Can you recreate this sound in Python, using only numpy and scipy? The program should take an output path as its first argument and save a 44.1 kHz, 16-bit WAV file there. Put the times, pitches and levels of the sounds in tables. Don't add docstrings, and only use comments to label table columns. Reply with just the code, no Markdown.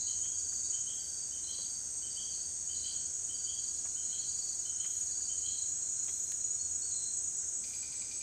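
import sys
import numpy as np
from scipy import signal
from scipy.io import wavfile
from scipy.ndimage import uniform_filter1d

SR = 44100
rng = np.random.default_rng(int(sys.argv[2]) if len(sys.argv) > 2 else 0)


def volts_from_db(level):
    exponent = np.asarray(level, float) / 20
    return 10 ** exponent


def inscribe(sig):
    pcm = np.round(np.clip(np.atleast_2d(sig).T, -1, 1) * 32767)
    wavfile.write(sys.argv[1], SR, pcm.astype(np.int16))


N = 362502
LEAD = 1
T = np.arange(N + LEAD * SR) / SR - LEAD

# pitch_hz, level_db (per Hz)
AIR = [(44, -35), (62, -7), (80, -1), (156, -7.5), (316, -9), (400, -11), (1140, -19), (1710, -19),
       (2470, -21.5), (3790, -18), (4400, -12.5), (5200, -24.5), (6500, -30)]
AIR_DB = -60.5
# pitch_hz, level_db (per Hz)
HAZE = [(4900, -28), (5200, -17.5), (5990, -6), (6300, 0), (6700, 1.5), (7000, -7.5), (7550, -7.5),
        (8000, -2), (8440, -4.5), (8650, -23), (8900, -14), (9400, -16), (10600, -35.5), (15600, -41.5)]
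HAZE_DB = -43
# pitch_hz, level_db, wander_hz
HUM = [(51, -74, 0.11), (79.3, -69.5, 3), (89.2, -75, 3.12)]
# pitch_hz, level_db
BUZZ = [(5340, -74.5), (5416, -74), (5496, -73.5), (5580, -73.5), (5658, -74), (5733, -72)]
# middle_s, level_db, half_length_s
RUSTLE_SWELLS = [
    (.56, -66, .05),
    (1.04, -64, .1),
    (1.75, -70, .4),
    (4.55, -68, .12),
    (4.96, -60.5, 0.083),
    (6.2, -60, 0.11),
    (7.71, -63, .07),
]

# start_hz, end_hz, length_s, bend
GLIDE = dict(loud=(6720, 6890, .026, .35), low=(4700, 4290, .038, 3.3), far=(4185, 4090, .028, .8),
         burst=(7820, 7650, .018, 1.5), first=(2860, 3230, .045, .5), second=(2820, 3340, .06, .45),
         rattle=(3850, 4320, .02, .7), tick=(2420, 2345, .02, .8), whine=(4960, 4900, .055, 1))
REST_DB = dict(mid=-50.5, top=-51.5, edge=-60, drone=-80, rustle=-73.5, twin=-64.5)
# start_s, first_stroke_db, second_stroke_db, stroke_gap_s
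BOUT_EARLY = [
    (-.455, -32, -35, 0.043),
    (-.035, -29.5, -29.5, 0.039),
    (.385, -30.5, -28, .04),
    (.807, -30, -29.5, 0.042),
]
BOUT_LONG = [(1.237, -39, -46, .042), (1.66, -44, -48, 0.049), (2.066, -39, -48, 0.043),
             (2.479, -38, -32, 0.038), (2.866, -30, -39, 0.039), (3.246, -31, -31, 0.044),
             (3.64, -30, -31, 0.048), (4.052, -31, -30.5, 0.04), (4.445, -29.5, -29.5, .045),
             (4.863, -30.5, -28.5, 0.043), (5.28, -31, -28, .039), (5.686, -30, -28, .036),
             (6.097, -28, -30, .039), (6.508, -29, -26.5, 0.039), (6.923, -30, -30.5, 0.037),
             (7.346, -32.5, -28.5, 0.037), (7.755, -27, -42, 0.045)]
EARLY_STOP_S, LONG_STOP_S = .83, 7.62
AFTER_S, AFTER_DB = .035, -7.5
AFTER_LOSS_DB_PER_S, TIGHT_GAP_S = 700, .037
UNEVEN_DB = .8
SAG_HZ_PER_DB, FULL_DB = 9, -29
# first_pair_s, level_db, last_pair_s, pair_count
LOW_PHRASES = [
    (-.165, -46, .024, 3),
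    (.346, -46, .642, 4),
    (.997, -45.5, 1.177, 3),
    (1.53, -45, 1.697, 3),
    (2.112, -45, 2.395, 4),
    (2.714, -44.5, 2.876, 3),
    (3.349, -45.5, 3.633, 4),
    (4.286, -45, 4.474, 3),
    (5.113, -45, 5.211, 2),
]
LOW_GAP_S, LOW_FIRST_DB = .041, -0.5

# pitch_hz, fall_hz, strokes_per_s, level_db
CHOIR_LOW = [(6285, 200, 42, -7), (6425, 150, 58, -2.5), (6510, 200, 51, -5), (6615, 150, 29, 0),
             (6715, 200, 61, 0), (5990, 200, 37, -13)]
CHOIR_MID = [(7255, 150, 33, -2), (7375, 120, 19.5, 1), (7715, 120, 41, 0), (7800, 200, 47, 0),
             (7070, 100, 53, -6)]
CHOIR_TOP = [(8270, 150, 31, 0), (8390, 150, 15.5, 2), (8420, 200, 49, 0), (8460, 250, 63, -4)]
# time_s, level_db
LOW_CHOIR_LEVEL = [
    (0.0, -41.5),
    (0.82, -41.5),
    (1.1, -44.5),
    (2.3, -44.5),
    (2.72, -45.5),
    (5.7, -45.5),
    (7.0, -45.5),
    (7.49, -44.5),
    (7.8, -56),
]
# middle_s, level_db, half_length_s
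MID_SWELLS = [
    (.8, -49, .3),
    (4.3, -52, 0.29),
    (5.7, -46.5, 0.45),
    (7.0, -49, 0.23),
    (7.42, -45, .05),
    (7.6, -46, .05),
    (7.81, -46.5, 0.045),
    (8.01, -47, 0.046),
]
TOP_SWELLS = [
    (.7, -50.5, 0.23),
    (2.0, -49, 0.22),
    (2.75, -49.5, 0.29),
    (5.4, -55, 1),
    (7.0, -47.5, .25),
    (7.6, -49, 0.071),
    (8.01, -52, .06),
    (8.18, -50, .05),
]
# middle_s, level_db, half_length_s
EDGE_SWELLS = [
    (.38, -50, .12),
    (1.35, -54, 0.27),
    (2.6, -60, 0.54),
    (3.3, -46.5, .1),
    (4.35, -48, .25),
    (5.2, -53, .3),
    (5.9, -48.5, 0.15),
    (7.15, -57, .3),
]
# middle_s, level_db, half_length_s
TWIN_SWELLS = [
    (2.6, -66, .6),
    (3.75, -66, 0.22),
    (4.56, -63, 0.11),
    (5.5, -63, .3),
]
TWIN_STOP_S, TWIN_FADE_DB_PER_S = 5.5, -21

# start_s, level_db
RATTLES = [
    (-.045, -50.5),
    (1.437, -50.5),
    (2.746, -50.5),
    (4.095, -50.5),
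    (5.456, -49.5),
    (6.91, -50),
]
# middle_s, level_db, half_length_s
DRONE_SWELLS = [
    (.8, -74, 0.76),
    (1.85, -77, 0.23),
    (3.05, -74, .15),
    (3.43, -70.5, 0.064),
    (4.05, -72, .2),
    (4.9, -71.5, 0.25),
    (6.0, -76, .25),
    (6.75, -72.5, 0.26),
    (7.44, -72, .05),
    (7.8, -73, 0.18),
]
# start_s, level_db
TWO_NOTES = [(0.072, -55), (0.2153, -53), (0.728, -54.5), (0.8632, -52), (1.3208, -56.5), (1.4702, -54.5),
             (2.027, -55.5), (2.1587, -51.5), (2.6893, -55.5), (2.835, -51), (3.2912, -53), (3.4593, -51),
             (3.9637, -56), (4.1062, -53), (4.6524, -57), (4.791, -52), (5.292, -57.5), (5.4308, -52.5)]
# start_s, level_db, lowest_hz, highest_hz, patter_length_s
DRIPS = [(0.254, -57, 1200, 4000, .01), (0.525, -60, 1170, 2600, 0.012), (1.588, -53, 200, 980, .025),
         (1.645, -60, 2970, 4000, .006), (3.851, -52, 550, 2620, 0.023), (4.847, -48, 1190, 4530, 0.023),
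         (5.015, -61, 1980, 3600, .01), (5.177, -61, 650, 1200, .02), (6.082, -49.5, 250, 4000, 0.021),
         (6.32, -52, 1300, 10000, 0.0028), (7.431, -57, 1380, 2020, 0.016)]
SNAP, SNAP_S = 20, .005
# start_s, level_db, end_pitch_hz
PEEPS = [
    (0.639, -60, 3980),
    (2.33, -52, 4350),
    (2.97, -51.5, 4380),
    (4.19, -48, 4500),
    (4.409, -48, 4520),
    (6.589, -49.5, 4450),
    (6.821, -48, 4510),
]
# start_s, level_db, pitch_hz
DRIP_RINGS = [(1.588, -53, 540), (3.85, -57, 660), (3.852, -57, 940), (3.853, -58, 1150),
              (3.851, -58, 1700), (5.095, -62, 1730), (5.205, -62, 1730), (5.18, -60, 740),
              (6.083, -57, 360), (6.085, -54, 2050), (6.083, -53, 3200), (6.092, -54, 3300),
              (8.16, -64, 1230)]
# first_s, level_db
FAR = (3.587, -57.5)
FAR_PERIOD_S = .1485
# start_s, level_db
BURSTS = [
    (6.755, -40),
    (6.94, -41),
    (7.135, -38),
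    (7.35, -39),
    (7.535, -40),
    (7.75, -40),
    (7.945, -38.5),
    (8.14, -40),
]
OVERTONE_DB = -39
# first_s, level_db
TICKER = (7.639, -49.5)
TICK_PERIOD_S = .0948
# pitch_hz, level_db
RASP = [(1700, -27), (2400, -4.5), (2700, -16.5), (3800, -16), (4200, -6), (4780, -1), (4920, 3),
        (5060, -14), (9000, -37), (13500, -39), (15000, -39)]
WHINE_AFTER_S, WHINE_DB = 0.032, -9


def evened(x):
    return x / np.sqrt(np.mean(x ** 2) + 1e-20)


def curve(rows):
    return np.interp(T, *np.transpose(rows))


def add(mix, s, sound):
    part = mix[round((s + LEAD) * SR):][:len(sound)]
    part += sound[:len(part)]


def slow(rate):
    t = T[::512]
    sines = [np.sin(2 * np.pi * (f * t + rng.random())) for f in np.geomspace(rate / 20, rate, 12)]
    return np.interp(T, t, evened(sum(sines)))


def swells(rows, rest_db):
    humps = [volts_from_db(db) ** 2 * np.exp(-((T - s) / half) ** 2) for s, db, half in rows]
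    return np.sqrt(volts_from_db(rest_db) ** 2 + sum(humps))


def forest(x, wet_db, t60):
    t = np.arange(SR) / SR
    tail = rng.standard_normal(SR) * volts_from_db(-60 * t / t60) * (1 - np.exp(-t / 0.004))
    wet = signal.fftconvolve(x, tail)[:len(x)]
    return x + volts_from_db(wet_db) * x.std() * evened(wet)


def voice(cycles, octave):
    return np.sin(2 * np.pi * cycles) + octave * np.sin(4 * np.pi * cycles)


def strokes(rows, glide, spread=0.0032, early=0.46, lead=0., rough=0.11, octave=0., sag=0.):
    from_hz, to_hz, length, bend = glide
    out, u = np.zeros(len(T)), np.arange(0, 1, 1 / (length * SR))
    quirks = rng.standard_normal((len(rows), 2))
    for (s, db), (detune, phase) in zip(rows, quirks):
        hz = (from_hz + (to_hz - from_hz) * u ** bend) * (1 + spread * detune)
        hz = hz + sag * np.clip(db - FULL_DB, -12, 0)
        swell = np.sin(np.pi * u ** early)
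        add(out, s - lead, volts_from_db(db) * swell * voice(np.cumsum(hz) / SR + phase, octave))
    flutter = evened(uniform_filter1d(rng.standard_normal(len(T)), size=150))
    return out * (1 + rough * flutter)


def groups(rows, gap, count):
    return [(s + gap * k, db) for s, db in rows for k in range(count)]


def wash(points, patchy_db):
    hz, (f, db) = np.fft.rfftfreq(2048, 1 / SR), np.transpose(points)
    a, b, patches = rng.standard_normal((len(T) // 512 + 5, 1025, 3)).T
    patches = uniform_filter1d(patches, size=20, axis=0)
    patches = evened(uniform_filter1d(patches, size=8, axis=1))
    colour_db = np.interp(np.log(hz + 1), np.log(f), db, -120, -120)
    z = (a + 1j * b) * volts_from_db(colour_db[:, None] + patchy_db * patches)
    return evened(signal.istft(z, nperseg=2048, noverlap=1536)[1][:len(T)])


def steady(hz, db, wander_hz):
    level = volts_from_db(db + 3.0 + 1.83 * wander_hz ** .5 * slow(3))
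    return level * np.sin(2 * np.pi * np.cumsum(hz + wander_hz * slow(2.5)) / SR)


def choir(singers, wet_db=1.5, duty=.65):
    out = np.zeros(len(T))
    for hz, fall_hz, rate, db in singers:
        beats = np.cumsum(rate * (1 + .04 * slow(3))) / SR + rng.random()
        u = np.minimum(beats % 1 / duty, 1)
        pitch = hz * (1 + .003 * slow(4)) - fall_hz * u ** 2
        out += volts_from_db(db + 2.0 * slow(5)) * np.sin(np.pi * u) * np.sin(2 * np.pi * np.cumsum(pitch) / SR)
    return evened(forest(out, wet_db, t60=1.0))


def night_air():
    return volts_from_db(AIR_DB) * wash(AIR, 0.62) + volts_from_db(HAZE_DB) * wash(HAZE, 0.93) + sum(steady(*row) for row in HUM)


def buzzer():
    return sum(steady(hz, db, 2.31) for hz, db in BUZZ)


def rustling_katydid():
    scrape = wash([(10500, -5), (11800, 5.0), (13500, 2), (15000, -12)], 1.7)
    return swells(RUSTLE_SWELLS, REST_DB["rustle"]) * volts_from_db(-7) * scrape


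def chirps(bout, stop_s):
    places = np.arange(4 * len(bout) - 3) / 4
    s, first_db, second_db, gap = (np.interp(places, range(len(bout)), c) for c in np.transpose(bout))
    after_db = second_db + AFTER_DB - AFTER_LOSS_DB_PER_S * (gap - TIGHT_GAP_S)
    starts = np.r_[s, s + gap, s + gap + AFTER_S]
    rows = np.transpose([starts, np.r_[first_db, second_db, after_db]])
    rows = rows + [0, UNEVEN_DB] * rng.standard_normal((len(rows), 1))
    return rows[rows[:, 0] < stop_s]


def near_cricket():
    rows = np.r_[chirps(BOUT_EARLY, EARLY_STOP_S), chirps(BOUT_LONG, LONG_STOP_S)]
    song = strokes(rows, GLIDE["loud"], sag=SAG_HZ_PER_DB, spread=0.0016, early=0.38, lead=.003)
    return forest(song, -3.0, 0.65) * volts_from_db(-4.5)


def phrases(rows):
    starts = [(s, db) for first, db, last, pairs in rows for s in np.linspace(first, last, round(pairs))]
    return [(s, db + LOW_FIRST_DB) for s, db in starts] + [(s + LOW_GAP_S, db) for s, db in starts]


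def low_cricket():
    song = strokes(phrases(LOW_PHRASES), GLIDE["low"], early=1.1, lead=.01, spread=.002, rough=.3)
    return forest(song, -3, 0.8) * volts_from_db(-2)


def distant_choirs():
    low = volts_from_db(curve(LOW_CHOIR_LEVEL)) * choir(CHOIR_LOW)
    middle = swells(MID_SWELLS, REST_DB["mid"]) * choir(CHOIR_MID)
    top = swells(TOP_SWELLS, REST_DB["top"]) * choir(CHOIR_TOP)
    return low + middle + top


def edge_singer():
    return swells(EDGE_SWELLS, REST_DB["edge"]) * volts_from_db(-5) * choir([(8570, 200, 55, 0)])


def twin_cricket():
    fade = volts_from_db(TWIN_FADE_DB_PER_S * np.maximum(T - TWIN_STOP_S, 0))
    return swells(TWIN_SWELLS, REST_DB["twin"]) * fade * choir([(4650, 150, 24, 0)])


def rattling_frog():
    slow_part = groups(RATTLES, .0245, count=3)
    quick_part = [(s + 0.068, db - 1.0) for s, db in groups(RATTLES, 0.017, count=7)]
    return forest(strokes(slow_part + quick_part, GLIDE["rattle"], early=1.0, rough=0.43), -1.2, 0.35)


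def droning_frog():
    return swells(DRONE_SWELLS, REST_DB["drone"]) * volts_from_db(-2) * choir([(1560, 110, 21, 0), (1500, 90, 17, 0)], 2, .5)


def two_note_frog():
    first = strokes(TWO_NOTES[::2], GLIDE["first"], early=0.71, lead=0.0062, rough=0.43)
    second = strokes(TWO_NOTES[1::2], GLIDE["second"], early=0.75, rough=0.43)
    return volts_from_db(0.5) * forest(first + second, 4.4, 0.76)


def drips():
    t, out = np.arange(2000) / SR, np.zeros(len(T))
    noises = rng.standard_normal((len(DRIPS), 2000))
    for (s, db, low_hz, top_hz, length), noise in zip(DRIPS, noises):
        knocks = sum(volts_from_db(-60 * (t - length * k) / 0.022 - 3.8 * k) * (t >= length * k) for k in (0, .4, .8))
        leaf = signal.butter(2, [low_hz, min(top_hz, 16000)], "band", fs=SR, output="sos")
        click = SNAP * SNAP_S / length * (t == 0)
        add(out, s, volts_from_db(db) * knocks * evened(signal.sosfilt(leaf, noise + click)))
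    return forest(out, -11, 0.42)


def peeping_frog():
    out, u = np.zeros(len(T)), np.arange(0, 1, 1 / (0.0363 * SR))
    for s, db, end_hz in PEEPS:
        hz = end_hz + 60 - 300 * (1 - u) ** 2
        add(out, s, volts_from_db(db) * np.sin(np.pi * u ** .6) * np.sin(2 * np.pi * np.cumsum(hz) / SR))
    return forest(out, 2.8, 0.46)


def rings():
    t, out = np.arange(4000) / SR, np.zeros(len(T))
    for s, db, hz in DRIP_RINGS:
        add(out, s, volts_from_db(db - 60 * t / .085) * np.sin(2 * np.pi * hz * t) * (1 - np.exp(-t / .0015)))
    return out


def far_cricket():
    rows = groups(groups([FAR], FAR_PERIOD_S, count=20), .027, count=3)
    return forest(strokes(rows, GLIDE["far"], spread=.002), -5, .5)


def burst_katydid():
    rows = groups(BURSTS, 0.016, count=5)
    return forest(strokes(rows, GLIDE["burst"], spread=0.0025, octave=volts_from_db(OVERTONE_DB)), -7, 0.36)


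def ticking_frog():
    start, db = TICKER
    note = strokes(groups([TICKER], TICK_PERIOD_S, count=7), GLIDE["tick"], early=0.24, rough=.1, spread=.001)
    since = (T - start) % TICK_PERIOD_S
    rasp = (T > start) * (volts_from_db(-60 * since / 0.11) + .5) * wash(RASP, 0.69)
    whine = groups([(start + WHINE_AFTER_S, db + WHINE_DB)], TICK_PERIOD_S, count=7)
    whine = strokes(whine, GLIDE["whine"], rough=.5)
    return volts_from_db(-2.5) * forest(note, -3.5, 1.1) + whine + forest(volts_from_db(db - 4.5) * rasp, -8.0, 0.29)


def scene():
    background = night_air() + buzzer() + rustling_katydid()
    insects = near_cricket() + low_cricket() + distant_choirs() + edge_singer() + twin_cricket()
    insects = insects + far_cricket() + burst_katydid()
    frogs = rattling_frog() + droning_frog() + two_note_frog() + peeping_frog() + ticking_frog()
    return (background + insects + frogs + drips() + rings())[None, LEAD * SR:]


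def top_cut(x):
    return signal.sosfilt(signal.butter(12, 15650, fs=SR, output="sos"), x)


def record(dry):
    return top_cut(dry)


dry = scene()
out = record(dry)
inscribe(out)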